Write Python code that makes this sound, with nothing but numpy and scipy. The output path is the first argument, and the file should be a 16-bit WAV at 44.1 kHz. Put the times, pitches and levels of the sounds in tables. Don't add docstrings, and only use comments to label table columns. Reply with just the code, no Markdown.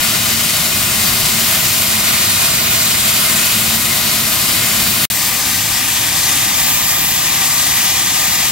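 import sys
import numpy as np
from scipy import signal
from scipy.fft import rfft, irfft
from scipy.io import wavfile
from scipy.ndimage import uniform_filter1d, map_coordinates

SR = 44100
rng = np.random.default_rng(int(sys.argv[2]) if len(sys.argv) > 2 else 0)


def to_wav(s):
    ch = np.atleast_2d(s).T
    pcm = np.round(np.clip(ch, -1, 1) * 32767)
    wavfile.write(sys.argv[1], SR, pcm.astype(np.int16))


N = 375291
TIME = np.arange(N) / SR
FREQ = np.maximum(np.arange(N // 2 + 1) * SR / N, 1)

FRONT_END_S, SIDE_START_S = 5.054, 5.1005
TOP_HZ = 15750
JET_DB_PER_HZ = -55

# (time [s], lag of left port behind right [ms])
PORT_LAG_MS = [(0.0, -0.014), (1.3, -0.0094), (2.1, 0.031), (2.7, 0.042), (4.2, -0.014), (5.2, -0.00033),
               (5.8, 0.021), (6.45, 0.031), (6.7, 0.055), (7.05, 0.056), (7.4, 0.039), (8.5, 0.046)]


def amp(db):
    return 10 ** (np.asarray(db) / 20)


def curves(table):
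    time_s, *columns = np.transpose(table)
    return [np.interp(TIME, time_s, column) for column in columns]


def spectra(table):
    hz, *columns = np.transpose(table)
    return np.array([np.interp(np.log(FREQ), np.log(hz), column) for column in columns])


def walk(rate_hz):
    hold = max(int(SR / rate_hz), 2)
    levels = rng.standard_normal(N // hold + 2)
    steps = np.repeat(levels, hold)[rng.integers(hold):][:N]
    smooth = uniform_filter1d(steps, hold)
    return (smooth - smooth.mean()) / smooth.std()


def below(x, edge_hz):
    return irfft(rfft(x) / (1 + (FREQ / edge_hz) ** 4), N)


def narrow(hz, width_hz):
    resonance = 1 / (1 + (2 * (FREQ - hz) / width_hz) ** 2)
    x = irfft(rfft(rng.standard_normal(N)) * resonance, N)
    return x / x.std()


def buffets(hz=42, width_hz=30, apart_db=-7):
    # (peak time [s], half-length to 1/e [s], rms level of shared part at peak [dB])
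    puffs = [(1.15, .25, -42), (2.2, .2, -50), (4.75, .2, -51), (6.9, .35, -43)]
    swell = sum(amp(db) * np.exp(-((TIME - peak_s) / length_s) ** 2) for peak_s, length_s, db in puffs)
    shared = narrow(hz, width_hz)
    opposed = amp(apart_db) * np.outer([1, -1], narrow(hz, width_hz))
    return swell * (shared + opposed)


def ring(width_hz=32, peak_s=5.38, length_s=0.077):
    # (frequency [Hz], rms level at peak [dB])
    bands = [(482, -40), (545, -41)]
    tones = sum(amp(db) * narrow(hz, width_hz) for hz, db in bands)
    return tones * np.exp(-((TIME - peak_s) / length_s) ** 2)


def drone(hz=224, wander_hz=1.8, idle_db=-39, attack_s=0.047, release_s=0.13, pan_db=2.0):
    # (hold start [s], hold length [s], rms level before pan [dB])
    hoots = [(0.204, 0.24, -31.5), (0.95, 0.2, -32.5), (1.326, 0.063, -27.5), (1.862, .1, -32.5),
             (2.86, 0.27, -36), (3.255, 0.13, -31.5), (3.552, 0.35, -32), (4.12, 0.57, -35.5),
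             (4.778, 0.31, -33.5)]
    pitch_hz = hz + wander_hz * walk(5)
    tone = np.sqrt(2) * np.sin(2 * np.pi * np.cumsum(pitch_hz) / SR)
    swell = amp(idle_db)
    for start_s, hold_s, db in hoots:
        corners_s = np.cumsum([start_s - attack_s, attack_s, hold_s, release_s])
        swell = np.maximum(swell, amp(db) * np.interp(TIME, corners_s, [0, 1, 1, 0]))
    return tone * swell * amp(np.array([[pan_db], [-pan_db]]) / 2)


def jet(colour, resonances, likeness, low_depth=1, scatter=1, low_hz=2200):
    db = spectra(colour) + JET_DB_PER_HZ
    for hz, width_hz, left_db, right_db in resonances:
        depth = low_depth if hz < low_hz else 1
        bump = np.exp(-2 * ((FREQ - hz) / width_hz) ** 2)
        db = db + depth * np.outer([left_db, right_db], bump)
    alike = np.clip(1 - scatter * (1 - spectra(likeness)[0]), -1, 1)
    shared, scattered = rfft(rng.standard_normal((2, N)))
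    ports = shared * np.sqrt(1 + alike) + np.outer([1, -1], scattered * np.sqrt(1 - alike))
    return irfft(ports * amp(db) * np.sqrt(SR) / 2, N)


def front_jet():
    # (frequency [Hz], left [dB], right [dB])
    colour = [(25, -15.0, -14.9), (50, -4.5, -7), (96, 6, 3.5), (176, 5, 2.5), (302, -3, -7),
              (432, -8, -13), (764, -1.5, -6), (1410, -6.5, -1.5), (2210, 1.5, -2.4), (4530, 2.5, -1.8),
              (7000, -1.3, -2), (9800, -0.5, -4), (13000, -1, 0.7), (15800, 0.5, -2)]
    # (frequency [Hz], width, 2 sigma [Hz], left [dB], right [dB])
    resonances = [(210, 23, 2.5, 2), (314, 27, 4, 4.5), (381.7, 17, 4.5, 11), (649, 50, 5, 7.5),
                  (855, 50, -5, -4), (1050, 81, 7.5, -5), (1235, 120, 7, 1.5), (1440, 38, 8, 6),
                  (1920, 270, 4.5, -4), (2110, 82, 2, 7), (2480, 76, 3.5, 7), (2960, 230, 1.5, 3),
                  (3830, 330, 0, 4.5), (4520, 365, -1.5, 4.5), (7270, 450, 6, 1.5), (8700, 900, 4, 2),
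                  (9900, 720, -4, 2.5), (11534, 730, 1.5, 2)]
    # (frequency [Hz], correlation [-1..1])
    likeness = [(100, 1), (300, 0.9), (500, 0.89), (1200, 0.73), (1700, 0.5), (2200, 0.49), (5000, 0.61),
                (6800, 0.45), (8000, 0.27), (9400, 0.37), (11000, 0.71), (12700, 0.074), (15000, 0.54)]
    return jet(colour, resonances, likeness)


def side_jet(swing_s=6.42, swing_length_s=0.26):
    # (frequency [Hz], left [dB], right [dB])
    colour = [(25, -14, -13), (50, -6, -4), (103, 3.5, 1), (184, 1, -1), (320, -2.0, -7.5),
              (427, -12, -15.5), (765, -5.5, -5), (1400, -3, -4), (2210, -2, -2.4), (4500, -2, -4),
              (7000, -0.5, -6.5), (10000, -0.6, -5.5), (13000, 0, -1.5), (15800, -2, -1.5)]
    # (frequency [Hz], width, 2 sigma [Hz], left [dB], right [dB])
    resonances = [(769, 49, 5, 4), (1010, 170, 3, -3), (1210, 75, 7, 5.5), (1385, 220, -2.5, -9.5),
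                  (1940, 200, 5, 3.5), (2430, 130, 6, 1), (2800, 198, 3, -1), (3570, 690, 3, 2.5),
                  (4690, 300, 3, 4), (5350, 280, 4.5, 2), (6260, 480, 3.5, 5), (7320, 590, 3.5, 4.5),
                  (8500, 820, 3, 3), (9600, 610, -6.5, 1.5), (11500, 590, -3, 4)]
    # (frequency [Hz], correlation [-1..1])
    likeness = [(100, 1), (300, 0.96), (480, 0.64), (800, 0.99), (1450, 0.8), (1800, 0.85), (3000, 0.62),
                (4500, 0.89), (7200, 0.21), (8400, 0.6), (9400, 0.91), (10000, 0.85), (11300, 0.16),
                (13000, 0.62), (15500, 0.7)]
    before = jet(colour, resonances, likeness, low_depth=0.8, scatter=1.05)
    after = jet(colour, resonances, likeness, low_depth=1.13, scatter=0.88)
    swung = np.clip((TIME - swing_s) / swing_length_s, 0, 1)
    return before * np.sqrt(1 - swung) + after * np.sqrt(swung)


def shimmer(x, depth_db, rate_hz, count=14):
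    centres_hz = np.geomspace(800, TOP_HZ, count)
    spectrum, out = rfft(x), 0
    for share in np.eye(count):
        band = irfft(spectrum * np.interp(FREQ, centres_hz, share), N)
        out = out + band * amp(depth_db * walk(rate_hz))
    return out


def turbulence(steam, rumble_hz=500, surge_db=0.11, surge_hz=9, sputter_db=0.6, sputter_hz=55):
    # (time [s], plume rumble [dB], hiss [dB])
    flow = [(0.0, -0.5, -0.54), (1.2, 1.3, -0.24), (1.47, -0.8, 0.7), (1.75, 0.1, -0.35), (2.9, 0, 0),
            (4.1, 0.5, -0.4), (4.9, 1.4, -0.0), (5.6, 0, 0.2), (6.3, 0.8, 0.84), (7.2, -1, 0.6),
            (8.5, -1, 0.9)]
    rumble_db, hiss_db = curves(flow)
    rumble = below(steam, rumble_hz)
    hiss = shimmer(steam - rumble, depth_db=0.74, rate_hz=11)
    unrest_db = surge_db * walk(surge_hz) + sputter_db * walk(sputter_hz)
    return rumble * amp(rumble_db) + hiss * amp(hiss_db + unrest_db)


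def reflections(x, echo_db=-27, first_s=0.000992, last_s=0.012, drift_s=0.00006, from_hz=1700, count=20):
    treble, out = x - below(x, from_hz), x
    for delay_s in rng.uniform(first_s, last_s, count):
        source_s = TIME - delay_s - drift_s * walk(1.2)
        echo = np.array([np.interp(source_s, TIME, port) for port in treble])
        out = out + amp(echo_db) * echo
    return out


def off_axis():
    lag_ms, in_front = curves(PORT_LAG_MS)[0], TIME < SIDE_START_S
    return lag_ms - np.where(in_front, lag_ms[in_front].mean(), lag_ms[~in_front].mean())


def turn(x, sizzle_hz=7500, brighten_db_per_ms=28, waver_db=0.5, waver_hz=5, shade_db_per_ms=20):
    turned_ms, body = off_axis(), below(x, sizzle_hz)
    sizzle_db = brighten_db_per_ms * turned_ms + waver_db * walk(waver_hz)
    x = body + (x - body) * amp(sizzle_db)
    lag_samples = curves(PORT_LAG_MS)[0] * SR / 1000
    left = map_coordinates(x[0], [np.arange(N) - lag_samples], order=5, mode="mirror")
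    lean = amp(shade_db_per_ms * turned_ms / 2)
    return np.array([left / lean, x[1] * lean])


def scene(tail_db=-14, tail_t60_s=0.028):
    in_front = TIME < SIDE_START_S
    steam = turn(reflections(turbulence(np.where(in_front, front_jet(), side_jet()))))
    mix = steam + np.where(in_front, drone(), ring()) + buffets()
    tail = amp(tail_db - 60 * np.maximum(TIME - FRONT_END_S, 0) / tail_t60_s)
    return mix * np.where((TIME < FRONT_END_S) | (TIME > SIDE_START_S), 1, tail)


def record(dry):
    return signal.sosfilt(signal.ellip(12, 0.1, 80, TOP_HZ, fs=SR, output="sos"), dry)


dry = scene()
out = record(dry)
to_wav(out)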